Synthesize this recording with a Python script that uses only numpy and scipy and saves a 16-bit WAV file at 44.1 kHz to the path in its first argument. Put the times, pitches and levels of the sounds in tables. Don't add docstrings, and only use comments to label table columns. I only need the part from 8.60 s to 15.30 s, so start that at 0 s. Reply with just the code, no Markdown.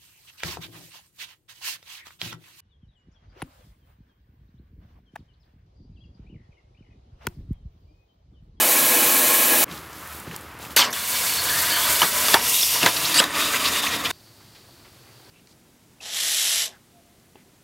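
import sys
import numpy as np
from scipy import signal
from scipy.fft import rfft, irfft
from scipy.io import wavfile

SR = 44100
rng = np.random.default_rng(int(sys.argv[2]) if len(sys.argv) > 2 else 0)


def wav_record(signal):
    frames = np.transpose(np.atleast_2d(signal))
    bounded = np.clip(frames, -1, 1)
    quanta = np.round(bounded * 32767).astype(np.int16)
    wavfile.write(sys.argv[1], SR, quanta)


def ratio_of_db(decibels):
    return 10 ** (np.asarray(decibels, float) / 20)


N = 295470
T = np.arange(N) / SR
HZ = np.maximum(np.arange(N // 2 + 1) * SR / N, 1)
FORGE_END_S, PLUNGE_S, QUENCH_END_S = 1.043, 2.162, 5.5135


def rms_one(x):
    return x / np.sqrt(np.mean(x ** 2) + 1e-20)


def white():
    return rng.standard_normal(N)


def high_pass(x, order, hz):
    return signal.sosfilt(signal.butter(order, hz, "high", fs=SR, output="sos"), x)


def drift(rate_hz):
    r = np.exp(-80 * np.pi * rate_hz / SR)
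    slow = signal.lfilter([1], [1, -2 * r, r * r], rng.standard_normal(N // 40 + 2002))
    slow = rms_one(slow[2000:])
    return np.interp(np.arange(N) / 40, np.arange(len(slow)), slow)


def swells(rows):
    return sum(db * np.exp(-((T - s) / np.where(T < s, rise, fade)) ** 2) for s, db, rise, fade in rows)


def held(start, end, attack_s, release_s):
    return np.clip((T - start) / attack_s, 0, 1) * np.exp(-np.maximum(T - end, 0) / release_s)


def colour(x, spectrum=((1, 0), (2, 0)), peaks=(), lift_db=0., band=(1, 30000)):
    hz, db = np.transpose(spectrum)
    gain = ratio_of_db(np.interp(np.log(HZ), np.log(hz), db))
    humps = sum(ratio_of_db(2 * top_db) / (1 + (2 * (HZ - at) / width) ** 2) for at, width, top_db in peaks)
    edge_loss = (1 + (band[0] / HZ) ** 12) * (1 + (HZ / band[1]) ** 12)
    gain = gain * np.sqrt((1 + ratio_of_db(2 * lift_db) * humps) / edge_loss)
    return rms_one(irfft(rfft(x) * gain, N))


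def grains(per_s, spread_db, low_hz, high_hz, cycles, noise):
    sizes = ratio_of_db(spread_db * np.minimum(rng.exponential(1, N), 5)) * rng.choice([-1, 1], N)
    born = rng.random(N) < per_s * ratio_of_db(3 * drift(15)) / SR
    dealt = rng.integers(0, 14, N)
    out = 0
    for k, hz in enumerate(np.geomspace(low_hz, high_hz, 14)):
        r, w = ratio_of_db(-60 * hz / (cycles * SR)), 2 * np.pi * hz / SR
        clicks = sizes * born * (dealt == k) + 1e-18
        out = out + hz * signal.lfilter([0, np.sin(w)], [1, -2 * r * np.cos(w), r * r], clicks)
    noise = np.clip(noise, 0, 1)
    share = 2 * (high_hz - low_hz) / SR
    return np.sqrt(1 - noise) * rms_one(out) + np.sqrt(noise / share) * white()


def burst(hz, width, t60, rise_s, glide=0., struck=0.):
    t = np.arange(int(max(.25, t60) * SR)) / SR
    r = np.exp(-np.pi * width / SR)
    wobble = signal.lfilter([1], [1, -2 * r, r * r], rng.standard_normal((2, len(t) + 400)))
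    wobble = rms_one(wobble[:, 400:])
    turning = np.exp(2j * np.pi * hz * (t + glide * t * t / 2))
    wave = np.real((struck + wobble[0] + 1j * wobble[1]) * turning)
    wave *= (1 - np.exp(-t / rise_s)) ** 2 * ratio_of_db(-60 * t / t60)
    return wave / np.abs(wave).max()


def add(out, s, wave):
    i = round(s * SR)
    out[i:i + len(wave)] += wave[:N - i]


def echoes(x, t60, wet_db):
    t = np.arange(1, 4000) / SR
    tail = rng.standard_normal(len(t)) * ratio_of_db(-60 * t / t60) * (t > .003)
    response = np.append(1, ratio_of_db(wet_db) * tail / np.linalg.norm(tail))
    return signal.oaconvolve(x, response / np.linalg.norm(response))[:N]


def shifting_echoes(x, sway, t60, wet_db):
    one = echoes(x, t60, wet_db)
    other = echoes(np.roll(x, N // 2), t60, wet_db)
    return np.cos(sway) * one - np.sin(sway) * other


def yard():
    # f/Hz, level/dB per Hz
    yard_colour = [(18, -59.5), (30, -23), (59, -20), (117, -8.5), (173, -19.5), (333, -17), (400, -22),
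                   (493, -23.5), (3160, -30.5), (4560, -35), (5480, -35), (15600, -37)]
    # t/s, peak level/dB, f/Hz, t60/s
    grass_steps = [(5.8, -37, 1340, 0.2), (5.946, -32.5, 3000, 0.3), (6.082, -37, 638, 0.077),
                   (6.246, -33, 1840, 0.12), (6.464, -35, 1570, 0.19), (6.671, -37, 592, .15)]
    out = ratio_of_db(-54.5 + 1.1 * drift(2.23)) * colour(
        white(), yard_colour, [(114.5, 22, 0.014)], lift_db=1.0, band=(1, 300))
    rustle = ratio_of_db(-58.5 + 3.5 * (T - QUENCH_END_S))
    out += rustle * colour(grains(600, 2.8, 285, 4000, 2.6, noise=0.83), yard_colour, band=(300, 3800))
    insects = ratio_of_db(-58.5 + 1.1 * 20 * np.log10(ratio_of_db(1)) + 1.1 * drift(4.4))
    out += insects * colour(white(), yard_colour, [(4570, 280, 0.005)], lift_db=6.5, band=(3800, 5400))
    for s, db, hz, t60 in grass_steps:
        add(out, s, ratio_of_db(db - 9.5) * burst(hz, 1.8 * hz, t60, rise_s=0.0026))
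    return out + ratio_of_db(-57) * colour(white(), yard_colour, band=(5400, 30000))


def motor():
    # t/s, level/dB
    drone_course = [(1.05, -53), (1.5, -53), (1.9, -49), (2.13, -51), (2.25, -60), (2.47, -51),
                    (3.0, -46.5), (3.8, -49), (4.39, -50.5), (4.87, -50), (5.5, -49)]
    drone = colour(white(), peaks=[(74, 13, 0.012)], lift_db=25., band=(55, 110))
    return ratio_of_db(np.interp(T, *np.transpose(drone_course))) * drone


def walk():
    # f/Hz, level/dB per Hz
    walk_colour = [(53, -32), (90, 3), (109, 4), (161, -2.5), (218, -7), (321, -4), (382, -6), (464, -6.5),
                   (528, -3), (1250, 3), (4970, -13.5), (8900, -26), (11500, -21.5), (15600, -24)]
    # t/s, level/dB over the quiet, swell/s, fade/s
    footfalls = [(1.122, 7, 0.031, 0.062), (1.5, -1, 0.12, .1), (1.678, 4.5, 0.01, 0.064),
                 (1.738, 4, 0.014, .03), (2.034, 4, 0.045, 0.12)]
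    # t/s, level/dB over the quiet, swell/s, fade/s
    brushes = [(1.122, 19, 0.047, 0.12), (1.42, 19, 0.19, 0.51), (1.55, 5, 0.053, 0.067),
               (1.75, 4.5, 0.035, 0.31), (2.03, 14.5, 0.032, 0.1), (2.12, 11, .02, 0.03)]
    # t/s, peak level/dB, f/Hz, t60/s
    ticks = [(1.08, -32, 2180, 0.02), (1.113, -27, 3420, 0.026), (1.3304, -34, 6150, 0.015),
             (1.4192, -41, 2180, 0.016), (1.474, -27, 11600, 0.01), (1.599, -26.5, 10600, 0.022),
             (1.674, -24.5, 164, 0.093), (1.105, -36, 151, .08), (1.0992, -33, 2200, .015),
             (1.1751, -31, 5500, .012), (1.7423, -31, 2090, .015), (1.9892, -35, 10100, .02),
             (2.1055, -33, 3380, .02), (1.118, -32, 242, 0.093), (1.7116, -26, 2200, 0.027),
             (1.755, -34, 2040, 0.017), (1.7623, -19, 10600, 0.0083), (1.8094, -31, 9300, 0.0067),
             (2.05, -31, 2240, 0.027)]
    feet, brush = swells(footfalls), swells(brushes)
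    tread = ratio_of_db(-47 + feet)
    scuff = ratio_of_db(-46 + 0.17 * (feet + brush))
    cloth = ratio_of_db(-61 + 0.58 * brush + 0.92 * feet)
    grass = ratio_of_db(-63 + brush)
    out = tread * colour(grains(160, 1.2, 94, 680, 2.5, noise=0.29), walk_colour, band=(120, 520))
    out += scuff * colour(white(), walk_colour, band=(600, 3000)) * ratio_of_db(1.1 * drift(20))
    rustle = grains(1500, 1.7, 3200, 15000, 3.3, noise=0.5)
    out += cloth * colour(rustle, walk_colour, band=(3000, 8000))
    out += grass * colour(rustle, walk_colour, band=(8000, 30000))
    for s, db, hz, t60 in ticks:
        add(out, s, ratio_of_db(db) * burst(hz, 0.73 * hz, t60, rise_s=0.00025))
    return high_pass(out, 2, 110)


def forge():
    # f/Hz, level/dB per Hz
    roar_colour = [(18, -70), (30, -41.5), (92, -26), (134, -13), (207, -11.5), (253, -5), (424, -14),
                   (497, -8), (740, -9), (1060, -5), (1150, -11.5), (1740, -6.5), (3500, -12.5),
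                   (4550, -43), (7700, -120)]
    # f/Hz, width/Hz, level/dB
    firebox = [(260, 37, -3.5), (307, 30, -9), (352, 24, 3), (486, 19, 4), (585, 24, -4), (626, 60, 0),
               (822, 18, 0.5), (1090, 13, 5), (1274, 50, -3), (1688, 45, 0), (2100, 27, -9),
               (2300, 37, 0.5), (2500, 72, -0.5), (2990, 35, 5)]
    # f/Hz, level/dB per Hz
    jet_colour = [(1470, -45), (2500, 7), (2720, 1), (2910, -5.5), (3900, -2.5), (4760, -7), (11800, 1),
                  (15600, -1)]
    # f/Hz, width/Hz, level/dB
    nozzle = [(3260, 40, 3), (3990, 40, 4), (4410, 40, 2), (4890, 35, 4), (5720, 40, 3), (6000, 35, 3),
              (10510, 70, 2), (11770, 70, 4), (11940, 40, 3), (12290, 50, 4), (12480, 50, 4),
              (12860, 70, 4), (14500, 50, 2)]
    flame = colour(white(), roar_colour, firebox, lift_db=8.5, band=(1, 3100))
    gas = colour(white(), jet_colour, nozzle, lift_db=-2.5, band=(3100, 30000))
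    flame = ratio_of_db(0.7 * drift(14)) * shifting_echoes(flame, .7 * drift(1.5), t60=0.1, wet_db=-11.)
    gas = ratio_of_db(0.36 * drift(30)) * shifting_echoes(gas, 1.5 * drift(1.5), t60=.05, wet_db=-6.)
    return ratio_of_db(-23.5) * flame + ratio_of_db(-16) * gas


def bucket(x):
    bar_held = [(163, 44, -12), (1020, 245, 1.5), (1570, 280, -2), (2250, 92, -3), (2920, 140, -5.5),
                (3510, 140, -3), (4440, 920, -5), (8050, 400, -9), (13700, 6900, -4.5)]
    bar_pushed = [(1000, 230, -0.5), (2800, 200, -2.5), (3560, 340, -4), (4670, 420, -5), (5600, 740, -5),
                  (12000, 3600, -5)]
    bar_stirred = [(304, 62, 1.5), (1105, 290, 1), (1820, 110, -3.5), (2630, 420, -4), (3660, 370, 0),
                   (4800, 270, -4), (6820, 320, -6)]
    push_s, stir_s = 3.7, 4.45
    pushed, stirred = (np.clip((T - s) / .3 + .5, 0, 1) for s in (push_s, stir_s))
    stages = (1 - pushed, bar_held), (pushed - stirred, bar_pushed), (stirred, bar_stirred)
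    rung = sum(share * colour(x, peaks=peaks, lift_db=8.) for share, peaks in stages)
    rung *= np.sqrt(np.mean(x ** 2))
    phase = T / .35 % 4
    shares = [np.clip(1 - np.abs((phase - k + 2) % 4 - 2), 0, 1) for k in range(4)]
    return sum(np.sqrt(share) * echoes(rung, t60=.045, wet_db=-6.) for share in shares)


def boil():
    # f/Hz, level/dB per Hz
    boil_colour = [(53, -31.5), (90, -1.5), (390, -9), (601, -4), (830, -8), (986, -3.5), (1550, -1.5),
                   (2010, 1), (2240, 0.5), (6440, -3), (11800, -4), (15600, -7)]
    # t/s, steam pressure level/dB, churning of the water/dB re normal
    boil_course = [(2.327, -32, 2.5), (2.42, -29.5, -0.5), (2.56, -26.5, -2), (2.95, -26, 2),
                   (3.3, -24.5, 0.5), (3.7, -21, -0.5), (3.87, -22.5, 0), (3.97, -22, -9),
                   (4.09, -23.5, -8.5), (4.15, -24, 0), (4.3, -28, 2), (4.53, -26, 2), (4.62, -26, 6.5),
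                   (4.76, -28.5, 5.5), (4.86, -26, 2.5), (5.2, -26.5, 2.5), (5.37, -29.5, 7),
                   (5.51, -28.5, 6.5)]
    # t/s, level/dB, swell/s, fade/s
    sloshes = [(3.105, 1.5, 0.025, 0.33), (3.43, 8, 0.0076, 0.027), (3.745, 11, 0.0078, 0.042),
               (4.238, 12.5, 0.019, 0.027), (4.265, 11.5, 0.0083, 0.04), (4.56, 2.5, 0.013, 0.022),
               (4.603, 6, 0.0044, 0.013)]
    # t/s, level/dB, swell/s, fade/s
    lulls = [(3.49, -3.5, 0.045, 0.19), (3.78, -7.5, 0.024, 0.06), (3.753, -2.5, 0.0042, 0.017),
             (4.31, -3, .015, 0.031), (4.39, -2.5, .01, .03), (4.68, -10, 0.058, 0.035),
             (4.728, -8, 0.036, 0.02), (4.99, -4, 0.013, 0.0088), (4.915, -1.5, 0.014, 0.011),
             (5.025, -4, 0.02, 0.014), (5.1, -4.5, 0.0075, 0.023), (5.214, -8, 0.01, 0.0096),
             (5.3, -4, 0.022, 0.032), (5.376, -8, 0.0075, 0.025), (5.432, -10.5, 0.03, 0.013),
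             (5.488, -9, 0.027, 0.017)]
    # level/dB, attack/s, hold/s, fall/dB per s
    splash = [
        (-35.5, 0.0079, 0.11, 84),
        (-28, 0.0043, 0.07, 195),
        (-18, 0.0034, 0.048, 282),
        (-22.5, 0.00198, 0.011, 201),
    ]
    # t/s, peak level/dB, f/Hz, t60/s
    spits = [(2.235, -15, 4220, 0.087), (4.3617, -9.5, 4120, 0.025), (4.4507, -12, 4570, 0.034),
             (4.754, -20, 1380, 0.1), (4.8007, -14, 3600, 0.07), (4.9314, -12, 1694, 0.061),
             (4.9558, -11, 2540, 0.032), (5.0376, -11, 3740, 0.25), (5.054, -8, 3430, 0.038),
             (5.1488, -18, 1850, 0.07), (5.234, -15.5, 980, 0.064), (5.264, -9, 2310, 0.025),
             (5.3345, -14, 3390, 0.033), (5.447, -9, 2814, 0.079), (5.4992, -13, 1486, 0.086)]
    s, *controls = np.transpose(boil_course)
    pressure, churn = (np.interp(T, s, c) for c in controls)
    churn, lull = churn + swells(sloshes), swells(lulls)
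    boiling = [pressure - 13.5 + churn + 0.5 * lull,
               pressure - 10 + churn + 0.5 * lull,
               pressure - 4 + 0.38 * churn + lull,
               pressure + lull]
    gains = []
    for (db, attack, hold, fall), later in zip(splash, boiling):
        dying = db - fall * np.maximum(T - PLUNGE_S - hold, 0)
        gains.append(ratio_of_db(np.where(T < s[0], dying, later)) * held(PLUNGE_S, N, attack, 1))
    gurgle, bubbles, fizz, steam = gains
    out = gurgle * colour(grains(330, 0.78, 162, 750, 4.4, noise=0.92), boil_colour, band=(100, 750))
    out = high_pass(out, 1, 130)
    out += bubbles * colour(grains(700, 0.77, 643, 2300, 4.7, noise=0.44), boil_colour, band=(750, 2200))
    out += fizz * colour(grains(1800, 2.7, 2200, 7400, 10.4, noise=0.5), boil_colour, band=(2200, 6000))
    hiss = colour(grains(4300, 0.79, 4500, 15040, 5.8, noise=0.48), boil_colour, band=(6000, 30000))
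    out += steam * hiss * ratio_of_db(.55 * drift(25))
    out = bucket(out)
    for s, db, hz, t60 in spits:
        add(out, s, ratio_of_db(db - 4.5) * burst(hz, .42 * hz, t60, rise_s=.006, glide=8.))
    return out


def cavities():
    # t/s, peak level/dB, start f/Hz, rise of pitch/per s
    # (negative falls), t60/s
    pockets = [(2.163, -12, 1970, -3, .063), (2.163, -10, 12000, -1, .04), (2.186, -24, 8310, 1., .063),
               (2.196, -24, 13000, 2, .076), (2.201, -26, 12100, 2, .073), (2.208, -11, 3200, -1.5, 0.11),
               (2.236, -23, 7000, 4, 0.078), (2.238, -25, 4500, -1, .06), (2.262, -23, 1098, -0.5, .11),
               (2.298, -31, 4040, 27, 0.16), (2.301, -29, 11000, 3., 0.08), (2.303, -32, 13500, 0., .05),
               (2.335, -23.5, 3400, -2, .052), (2.851, -22.5, 1596, 1, 0.6), (3.101, -22, 3100, 0, .6),
               (3.4178, -13, 3030, 0., .03), (3.744, -11.5, 900, 0.5, 0.1), (3.925, -19.5, 3700, 0.5, 0.42),
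               (4.436, -18.5, 3030, 20.5, 0.14), (4.001, -15, 5600, -1.5, .3),
               (4.214, -20, 3300, 9.5, 0.067), (4.2295, -18.5, 309, -1, .043),
               (4.2632, -9.5, 1607, 0.5, 0.039), (4.586, -8.5, 2950, 0, .05), (4.602, -20, 600, 1, .03),
               (4.638, -26, 10700, 2.5, 0.038), (4.701, -32, 8700, 0., .06), (4.79, -24, 2330, 5, 0.11),
               (4.819, -22.5, 1323, 6., .06), (4.835, -22, 3740, 2, 0.14), (4.932, -21, 1585, 28., .11),
               (5.04, -22, 2310, 19.5, 0.087), (5.047, -22, 1156, 0, .069), (5.15, -22, 2500, 5.5, 0.11),
               (5.186, -21, 4920, -2.5, .05), (5.232, -18.5, 3330, 2, .06), (5.247, -23, 1164, 45.5, .12),
               (5.28, -22, 6100, 1.2, .03)]
    # t/s, peak level/dB, f/Hz, t60/s
    whistles = [(2.54, -27, 2250, .3), (2.659, -25, 4470, .45), (2.761, -22, 4400, .4),
                (2.87, -24, 4450, .4), (2.98, -20, 4400, .2), (3.09, -21, 4400, .45),
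                (3.1, -22.5, 1710, .3), (3.2, -22, 3390, .3), (4.76, -25, 1200, .4),
                (4.79, -24.5, 3650, 0.47), (4.88, -26.5, 1202, 0.42), (5.14, -22.5, 3660, .4),
                (5.31, -25.5, 3650, .3), (5.0, -24, 1150, .4), (3.29, -31, 1507, .3),
                (3.56, -26.5, 1000, .3), (4.12, -29, 960, .3)]
    out = np.zeros(N)
    for s, db, hz, glide, t60 in pockets:
        width = hz * (.12 + .012 * abs(glide))
        ring = .7 / (1 + abs(glide))
        add(out, s, ratio_of_db(db) * burst(hz, width, t60, rise_s=.045 * t60, glide=glide, struck=ring))
    for s, db, hz, t60 in whistles:
        add(out, s, ratio_of_db(db) * burst(hz, 0.096 * hz, t60, rise_s=0.036 * t60))
    return out


def knock(wall_hz, bar_hz, bar_db):
    t60 = 0.085
    wall = burst(wall_hz, 290, 0.26 * t60, rise_s=0.00092, struck=3.5)
    wall += 0.46 * burst(960, 390, 1.8 * t60, rise_s=0.00018, struck=0.36)
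    thud = 0.29 * burst(371, 405, .5 * t60, rise_s=0.00017, struck=0.77)
    crack = burst(3485, 8700, 0.018, rise_s=0.00024) + 0.4 * burst(8230, 14000, 0.011, rise_s=0.00025)
    bar = ratio_of_db(bar_db) * (burst(bar_hz, 630, 0.25 * t60, rise_s=0.0005, struck=2.5) + 0.6 * crack)
    return wall + thud + bar + 1.2 * crack


def bars():
    # t/s, peak level/dB, wall f/Hz, bar f/Hz, bar level/dB re wall
    knocks = [(2.191, 0, 1090, 4570, -5), (2.1999, -2, 1220, 2100, -1), (2.21, -14, 1020, 3070, 13),
              (2.329, -16.5, 1720, 5860, 8), (2.316, -28, 1200, 6000, -8), (2.638, -17.5, 1570, 8200, 14.5),
              (3.4174, 1, 1000, 2960, 3), (3.428, 0, 1250, 2200, -25), (3.4344, -6, 1440, 2330, -16),
              (3.683, -4.5, 1180, 3480, 2), (3.7412, 9.5, 1770, 3540, -2),
              (4.0306, -25.5, 1040, 3530, 26.5), (4.23, -11.5, 1020, 2680, 15),
              (4.261, 1.5, 2010, 3900, -3.5), (4.599, 0.5, 1540, 3330, 6), (4.639, -4.5, 1805, 3830, 4)]
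    # t/s, peak level/dB, centre f/Hz, t60/s
    snaps = [(2.164, -18, 350, .02), (2.1635, -5, 5520, 0.044), (3.4178, -10.5, 1492, 0.055),
             (3.428, -14, 1302, 0.089), (2.191, -19, 8800, .03), (2.238, -26, 8950, .03),
             (2.258, -30, 12000, .02), (3.7308, -16, 5060, .09), (3.7413, -6, 4520, .03),
             (3.7417, -8, 807, 0.044), (4.261, -7, 3510, 0.032), (4.5995, -10, 686, 0.043),
             (4.6003, -6, 2500, 0.022), (4.616, -20, 890, .05), (5.042, -16, 3720, .015),
             (5.2676, -21, 2500, .015)]
    # f/Hz, width/Hz, level/dB
    plunge_ring = [(2900, 400, -9), (4490, 90, 6), (4760, 110, -3.5), (6160, 50, 1), (6770, 40, 2),
                   (7550, 40, -5), (8310, 55, -2), (9100, 45, -8), (9530, 45, -13), (10600, 40, -2.5),
                   (12100, 72, -2), (13000, 45, -1), (13200, 50, -4), (14600, 40, -5)]
    # start t/s, end t/s, level/dB at the end, rise/dB per s
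    slides = [
        (4.54, 4.579, -17.5, 21),
        (4.574, 4.6, -13.5, 120),
    ]
    # f/Hz, width/Hz, level/dB
    squeal_slow = [(1900, 82, -13), (2820, 89, -15), (3770, 32, -11), (4580, 50, -3), (8700, 80, -16),
                   (10600, 61, -18)]
    squeal_fast = [(3900, 180, -8), (4924, 35, 5.5), (7380, 140, -9), (7920, 130, -4), (8550, 93, -6),
                   (10600, 130, -10), (11600, 250, -27)]
    out = np.zeros(N)
    for s, db, wall_hz, bar_hz, bar_db in knocks:
        add(out, s, ratio_of_db(db - 14.0) * knock(wall_hz, bar_hz, bar_db))
    for s, db, hz, fade in snaps:
        add(out, s, ratio_of_db(db) * burst(hz, 2.5 * hz, fade, rise_s=0.00035))
    shock = held(PLUNGE_S, PLUNGE_S + .053, 0.0014, .006)
    shock *= ratio_of_db(-17 - 84 * np.maximum(T - PLUNGE_S, 0))
    out += shock * colour(white(), peaks=plunge_ring, lift_db=34.0, band=(1700, 16000))
    for (start, end, db, rise), peaks in zip(slides, (squeal_slow, squeal_fast)):
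        gain = held(start, end, .003, 0.002) * ratio_of_db(db - rise * np.abs(end - T))
        out += gain * colour(white(), peaks=peaks, lift_db=25.5, band=(1500, 12000))
    return high_pass(out, 3, 240)


def scene():
    plunged = T >= PLUNGE_S
    quench = walk() * ~plunged + boil() * plunged + motor() + bars()
    mix = np.select([T < FORGE_END_S, T < QUENCH_END_S], [forge(), quench], yard())
    mix += cavities() * (T < QUENCH_END_S)
    return np.tile(mix, (2, 1))


def top_cut(x):
    return signal.sosfilt(signal.butter(12, 16360, fs=SR, output="sos"), x)


def record(dry):
    dry = high_pass(dry, 2, 38)
    dry = signal.sosfilt(signal.ellip(10, .5, 70, 15800, fs=SR, output="sos"), dry)
    return top_cut(np.clip(dry, -1.06, 1.06))


dry = scene()
out = record(dry)
wav_record(out)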